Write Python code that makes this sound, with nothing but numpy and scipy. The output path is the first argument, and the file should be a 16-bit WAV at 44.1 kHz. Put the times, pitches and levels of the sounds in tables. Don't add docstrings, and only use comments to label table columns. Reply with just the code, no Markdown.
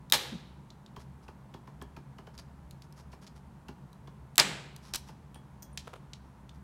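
import sys
import numpy as np
from scipy import signal
from scipy.fft import rfft, irfft
from scipy.io import wavfile
from scipy.ndimage import uniform_filter1d

SR = 44100
rng = np.random.default_rng(int(sys.argv[2]) if len(sys.argv) > 2 else 0)


def master_out(mix):
    frames = np.transpose(np.atleast_2d(mix))
    ceiling = np.clip(frames, -1, 1)
    pcm = np.round(ceiling * 32767).astype(np.int16)
    wavfile.write(sys.argv[1], SR, pcm)


N = 292383

# start_s, crack_db, ring_db, ring_hz, frame_db,
# frame_to_room_db, wire_to_room_db, second_leg_db
STAPLE_SNAPS = [(0.1229, -16, -13.5, 3810, -42, -16.5, -34, -31.5),
                (4.3805, -14, -18, 7700, -32, -13.5, -36, -15.5)]
# start_s, length_s, level_db, ring_hz, relative_treble_db
BLADE_JUDDERS = [(2.3785, 0.026, -48.5, 4950, -12), (3.267, 0.015, -52, 4900, -26),
                 (4.9374, .022, -29.5, 5000, -11)]
LIGHT_TICK_DB = -58.5


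def snaps(ring_t60=.011, crack_t60=.009, shudder_t60=.076, shudder_db=-13, warning_s=.0235):
    # frequency_hz, gain_db
    body_spectra = [
        [(130, -38), (220, -9), (304, -12.5), (364, -4.5), (398, -12), (502, -2.5), (645, -12.5), (815, -3),
         (1530, -9), (1670, -6), (2570, -9), (3740, -3.5), (4990, -10), (13400, -18), (16000, -28)],
        [(130, -31.5), (220, -10), (400, -7.5), (560, -9), (860, -5), (941, -3.5), (1030, -6), (1210, -6),
         (2000, -5), (3480, -8), (3880, -7.5), (6070, -14.5), (7530, -12), (11800, -26), (16000, -35.5)],
    ]
    # frequency_hz, gain_db
    crack_spectrum = [(150, -30.5), (500, -17), (1100, -7.5), (2200, -2.5), (3700, 3.5), (6000, -3),
                      (9000, -4), (12000, -1), (16000, -9)]
    near, sent = np.zeros((2, N))
    for snap, body in zip(STAPLE_SNAPS, body_spectra):
        s, crack_db, ring_db, hz, frame_db, frame_to_room_db, wire_to_room_db, _ = snap
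        warning = peaked(burst(crack_spectrum, .026) + 4 * burst(resonance(hz), .011), db=-45)
        add(near, s - warning_s, warning)
        add(near, s - warning_s / 2, .28 * warning)
        crack = peaked(burst(crack_spectrum, crack_t60), crack_db)
        shudder = peaked(burst(body, shudder_t60), crack_db + shudder_db)
        add(near, s, dispersed(crack + shudder, delay_s=.002, prompt_khz=16))
        add(near, s + .0004, peaked(ring([(hz, 0, ring_t60), (.82 * hz, -8, ring_t60)]), ring_db))
        add(near, s + .011, struck_frame(frame_db))
        add(sent, s, peaked(coloured(signal.unit_impulse(2048), body), frame_to_room_db))
        singing_wire = burst(resonance(hz, width=.06, skirt_db=-38.5), t60=.35)
        add(sent, s, peaked(singing_wire, wire_to_room_db))
    return np.array([near, sent])


def second_legs(delay_s=.0176):
    out = np.zeros(N)
    for s, *_, db in STAPLE_SNAPS:
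        add(out, s + delay_s, tick(db, hz=4900, ring_db=1, treble_db=-14))
    return with_send(out, room_db=-22)


def ticks(room_db=-13, drier_db_per_octave=7, typical_hz=3940):
    # start_s, level_db, ring_hz, relative_treble_db
    slips = [(0.7036, -52.5, 3960, -24), (0.8622, -56.5, 3750, -20), (1.8232, -56.5, 8040, -1),
             (2.7099, -53, 4100, -4), (2.821, -52, 4740, -11), (2.9252, -61.5, 5200, -1),
             (3.93, -63, 3930, -3), (4.7629, -48.5, 4850, -4.5), (4.9589, -30.5, 6100, -4.5),
             (5.3446, -59, 3120, 0), (5.7748, -31.5, 3070, -16.5), (6.1337, -42.5, 3850, -24),
             (6.4929, -52.5, 3570, -18.5)]
    near, sent = np.zeros((2, N))
    for s, db, hz, treble_db in slips:
        sound = tick(db, hz, ring_share_db(db), treble_db)
        add(near, s, sound)
        add(sent, s, sound * gain_of(room_db - drier_db_per_octave * np.log2(hz / typical_hz)))
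    return np.array([near, sent])


def tick(db, hz, ring_db, treble_db):
    # frequency_hz, gain_db
    click_spectrum = [(300, -17), (1000, -12), (2300, -2.5), (4000, 2.5), (7500, -4), (9500, -18),
                      (16000, -36.5)]
    # frequency_hz, gain_db
    fizz_spectrum = [(3000, -29), (6500, -10.5), (8500, 4.5), (12000, 2), (16000, -6.5)]
    wire = peaked(burst(resonance(hz), t60=.018), db + ring_db)
    click = peaked(burst(click_spectrum, t60=.037), db - 4)
    fizz = peaked(burst(fizz_spectrum, t60=.013), db + treble_db)
    return wire + click + fizz


def ring_share_db(db, damping_db_per_db=.3):
    return -damping_db_per_db * (db - LIGHT_TICK_DB)


def judders(slip_s=.0088, fade_db_per_slip=1, ring_db=-2, pitch_scatter=.053):
    out = np.zeros(N)
    for s, length, db, hz, treble_db in BLADE_JUDDERS:
        for k, lag in enumerate(np.arange(0, length, slip_s)):
            level = db - k * fade_db_per_slip
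            pitch = hz * np.exp(pitch_scatter * rng.standard_normal())
            add(out, s + lag, tick(level, pitch, ring_share_db(level) + ring_db, treble_db))
    return with_send(out, room_db=-15)


def knocks(blade_hz=2950, blade_db=-13, tip_db=-11.5):
    # start_s, level_db
    blows = [(0.963, -44), (1.282, -45.5), (1.5405, -43.5), (1.674, -50.5), (1.815, -43), (1.965, -45),
             (2.184, -47), (2.27, -48.5), (3.13, -50), (3.684, -41), (4.074, -49.5), (5.088, -48.5),
             (5.355, -49.5)]
    # frequency_hz, gain_db
    tip_spectrum = [(400, -12.5), (1000, -7), (2200, -3), (2950, 2), (3600, -4), (4400, -1), (6000, -5.5),
                    (8000, -13.5), (12000, -17), (16000, -18)]
    out = np.zeros(N)
    for s, db in blows:
        blade = peaked(ring([(blade_hz * rng.uniform(.83, 1.3), 0, .02)]), db + blade_db)
        wood = struck_frame(db)
        crunch = peaked(burst(tip_spectrum, t60=.078), db + tip_db)
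        add(out, s, wood + blade + crunch)
    return with_send(out, room_db=-9)


def struck_frame(db, spot_db=2, detune=.066, grain_db=-4):
    # pitch_hz, level_db, t60_s
    frame_modes = [(155, -1, 0.15), (242, 0, 0.082), (330, -7, 0.11), (402, -3.5, 0.1), (569, -4.5, 0.032),
                   (704, -10, 0.037), (900, -0.5, .06), (1040, -7, .05), (1089, -6, 0.035),
                   (1180, -11, 0.051), (1590, -9.5, 0.059), (2140, -15, 0.045)]
    modes = [(hz * np.exp(detune * rng.standard_normal()), level + spot_db * rng.standard_normal(), t60)
             for hz, level, t60 in frame_modes]
    wood = unit_rms(ring(modes))
    grain = unit_rms(burst([(100, 2), (900, 5.5), (1800, -4), (4000, -36.5), (9000, -44)], t60=.06))
    return peaked(dispersed(wood + gain_of(grain_db) * grain, delay_s=.007), db)


def creaks(t60=.029, gap_s=.0045, first_jerk_db=-3.5):
    # start_s, level_db
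    jerk_pairs = [(5.873, -42), (5.933, -43.5), (5.957, -50)]
    # frequency_hz, gain_db
    fibre_spectrum = [(150, -26.5), (480, 8.5), (750, 0), (1300, 4), (1900, -8), (3300, -9), (5000, -20),
                      (9000, -21.5), (16000, -32)]
    out = np.zeros(N)
    for s, db in jerk_pairs:
        add(out, s, peaked(burst(fibre_spectrum, t60), db + first_jerk_db))
        add(out, s + gap_s, peaked(burst(fibre_spectrum, t60), db))
    return with_send(out, room_db=-11)


def scrapes(slips_per_s=1300, spread_db=2, rub_db=-3, rub_db_per_db=.73, margin_s=.0043):
    # start_s, length_s, level_db
    strokes = [(0.98, 0.058, -58), (1.22, 0.041, -66), (2.335, 0.027, -62), (2.82, 0.043, -68),
               (2.957, 0.064, -58.5), (3.108, 0.051, -62.5), (3.209, 0.05, -59.5), (3.352, 0.031, -57),
               (4.81, 0.12, -58.5), (5.062, 0.052, -58), (5.82, 0.11, -67), (6.222, 0.07, -76),
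               (6.535, 0.038, -68.5)]
    # frequency_hz, gain_db
    rasp_spectrum = [(400, 2.5), (1200, 7.5), (2500, -2), (4000, -0.5), (5500, 2.5), (7500, -7),
                     (11000, -7.5), (16000, -24)]
    slips = (rng.random(N) < slips_per_s / SR) * rng.choice([-1, 1], N)
    sizes = gain_of(spread_db * np.minimum(rng.exponential(1, N), 4))
    rasp = unit_rms(coloured(slips * sizes, rasp_spectrum))
    rubs = []
    for s, length, db, *_ in BLADE_JUDDERS:
        level = LIGHT_TICK_DB + rub_db + rub_db_per_db * (db - LIGHT_TICK_DB)
        rubs.append((s - margin_s, length + 2 * margin_s, level))
    pressure = np.zeros(N)
    for s, length, db in list(strokes) + rubs:
        add(pressure, s, gain_of(db) * np.sin(np.pi * clock(length) / length))
    return with_send(pressure * rasp, room_db=-11)


def squeal(start_s=5.623, gap_s=.0051, first_db=-51, second_db=-46):
    # frequency_hz, gain_db
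    skid_spectrum = [(1000, -5), (3500, -19), (6100, 3.5), (7300, -6), (10000, -24), (12500, -13),
                     (14300, 2.5), (16000, -27)]
    out = np.zeros(N)
    for s, db in [(start_s, first_db), (start_s + gap_s, second_db)]:
        add(out, s, peaked(burst(skid_spectrum, t60=.04), db))
    return with_send(out, room_db=-11)


def pings(fall_db_per_octave=14):
    # start_s, level_db, strongest_hz
    plucks = [(4.99, -62, 9400), (5.345, -58, 4930), (5.623, -58, 5600), (5.73, -63, 9500),
              (5.962, -74, 9500)]
    # pitch_hz, level_db, t60_s
    wire_modes = [(3326, -9.5, 0.22), (5950, -16, 0.024), (9020, 4, 0.05), (9280, -7, 0.11),
                  (9500, -5, 0.13)]
    out = np.zeros(N)
    for s, db, strongest_hz in plucks:
        modes = [(hz, level - fall_db_per_octave * abs(np.log2(hz / strongest_hz)), t60)
                 for hz, level, t60 in wire_modes]
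        add(out, s, peaked(ring(modes), db))
    return with_send(out, room_db=-8)


def canvas_thuds(back_after_share=.68, back_pitch_ratio=.8):
    # start_s, level_db, pitch_hz, flap_length_s
    jolts = [(0.313, -36.5, 221, 0.041), (0.47, -54, 163, 0.043), (4.43, -39, 202.2, 0.066)]
    out = np.zeros(N)
    for s, db, hz, length in jolts:
        add(out, s, flap(db, hz, length))
        add(out, s + back_after_share * length, flap(db, back_pitch_ratio * hz, length))
    return with_send(out, room_db=-10)


def flap(db, hz, length, sag=.22, rustle_db=-6):
    progress = clock(length) / length
    turns = np.cumsum(hz * (1 + sag * (.5 - progress))) / SR
    rustle = coloured(rng.standard_normal(SR), resonance(1.126 * hz, width=.34))[-len(progress):]
    cloth = np.sin(2 * np.pi * turns) + gain_of(rustle_db) * unit_rms(rustle)
    return peaked(np.sin(np.pi * progress) * cloth, db)


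def room(x, wall_s=.0091, cluster_s=.0062, close_db=-11, tail_db=-7):
    # frequency_hz, t60_s
    decay_times = [(100, .6), (300, 0.99), (1000, .62), (2500, .72), (4000, 0.66), (7500, 0.51),
                   (11000, 0.44), (16000, .38)]
    t = clock(.99)
    close, walls, tail = rng.standard_normal((3, len(t)))
    age = np.maximum(t - wall_s, 0)
    close *= (t > .002) * np.exp(-t / .012)
    walls *= (age / cluster_s) ** .5 * np.exp(-age / (1.8 * cluster_s))
    hz, when, bands = signal.stft(tail, SR, nperseg=256)
    decay = 1000. ** (-when / value_at(decay_times, hz)[:, None])
    tail = signal.istft(bands * decay, SR, nperseg=256)[1][:len(t)]
    tail *= 1 - np.exp(-age / .0019)
    echo = sum(gain_of(db) * taps / np.linalg.norm(taps)
               for taps, db in [(close, close_db), (walls, 0), (tail, tail_db)])
    return signal.fftconvolve(x, echo)[:N]


def room_tone(air_db=-55):
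    # centre_hz, width_hz, level_db
    hum_bands = [(69, 15, -58.5), (135, 19, -58.5), (143, 11, -61.5), (195, 40, -63), (923, 260, -68.5)]
    # frequency_hz, gain_db
    air_spectrum = [(20, -32.5), (40, -15), (62, -2), (95, -13.5), (135, -2), (200, -8), (300, -16),
                    (500, -21.5), (900, -22), (1400, -26), (2500, -36.5), (5000, -43.5), (10000, -45.5),
                    (15500, -53.5)]
    hz = np.fft.rfftfreq(N, 1 / SR)
    noise = lambda shape: unit_rms(irfft(rfft(rng.standard_normal(N)) * shape, N))
    hum = sum(gain_of(db) * noise(1 / (1 + (2 * (hz - centre) / width) ** 2))
              for centre, width, db in hum_bands)
    return hum + gain_of(air_db) * noise(gain_of(value_at(air_spectrum, hz)))


def burst(spectrum, t60):
    t = clock(.25)
    decay = 1000. ** (-t / t60)
    spray = rng.standard_normal(len(t)) * decay
    flat = irfft(np.exp(1j * np.angle(rfft(spray))), len(t))
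    return coloured(flat * np.sqrt(decay), spectrum)


def ring(modes):
    t = clock(.25)
    return sum(rng.choice([-1, 1]) * gain_of(db - 60 * t / t60) * np.sin(2 * np.pi * hz * t)
               for hz, db, t60 in modes)


def resonance(hz, width=.08, skirt_db=-25):
    return [(hz / 8, 3 * skirt_db), (hz / 2, skirt_db), (hz / (1 + width), -10), (hz, 0),
            (hz * (1 + width), -10), (hz * 2, skirt_db), (hz * 8, 3 * skirt_db)]


def dispersed(x, delay_s, prompt_khz=5):
    padded = 2 * len(x)
    khz = np.fft.rfftfreq(padded, 1 / SR) / 1000
    lag = delay_s * np.maximum((khz + .1) ** -.5 - prompt_khz ** -.5, 0)
    turns = np.cumsum(lag) * SR / padded
    return irfft(rfft(x, padded) * np.exp(-2j * np.pi * turns))[:len(x)]


def coloured(x, spectrum, size=2048):
    hz = abs(np.fft.fftfreq(size, 1 / SR))
    log_gain = np.log(gain_of(np.maximum(value_at(spectrum, hz), -100)))
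    taps = np.fft.ifft(np.exp(np.conj(signal.hilbert(log_gain)))).real
    return signal.fftconvolve(x, taps[:size // 2])[:len(x)]


def value_at(points, hz):
    frequency, value = np.transpose(points)
    return np.interp(np.log(hz + 1), np.log(frequency + 1), value)


def gain_of(db):
    return 10 ** (np.asarray(db) / 20)


def clock(seconds):
    return np.arange(int(seconds * SR)) / SR


def unit_rms(x):
    return x / np.sqrt(np.mean(x ** 2) + 1e-20)


def peaked(x, db):
    return x * gain_of(db) / np.sqrt(uniform_filter1d(x ** 2, size=176, mode="constant").max() + 1e-20)


def add(mix, s, sound):
    part = mix[round(s * SR):][:len(sound)]
    part += sound[:len(part)]


def with_send(near, room_db):
    return np.array([near, gain_of(room_db) * near])


def scene():
    near, sent = (snaps() + second_legs() + ticks() + judders() + knocks() + creaks() + scrapes()
                  + squeal() + pings() + canvas_thuds())
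    return (near + room(sent) + room_tone())[None]


def record(dry, ceiling=.82, cutoff_hz=16100):
    rounded = ceiling * np.tanh(dry / ceiling)
    lowpass = signal.firwin(255, cutoff_hz, window=("kaiser", 9), fs=SR)
    return signal.oaconvolve(rounded, lowpass[None], "same")


dry = scene()
out = record(dry)
master_out(out)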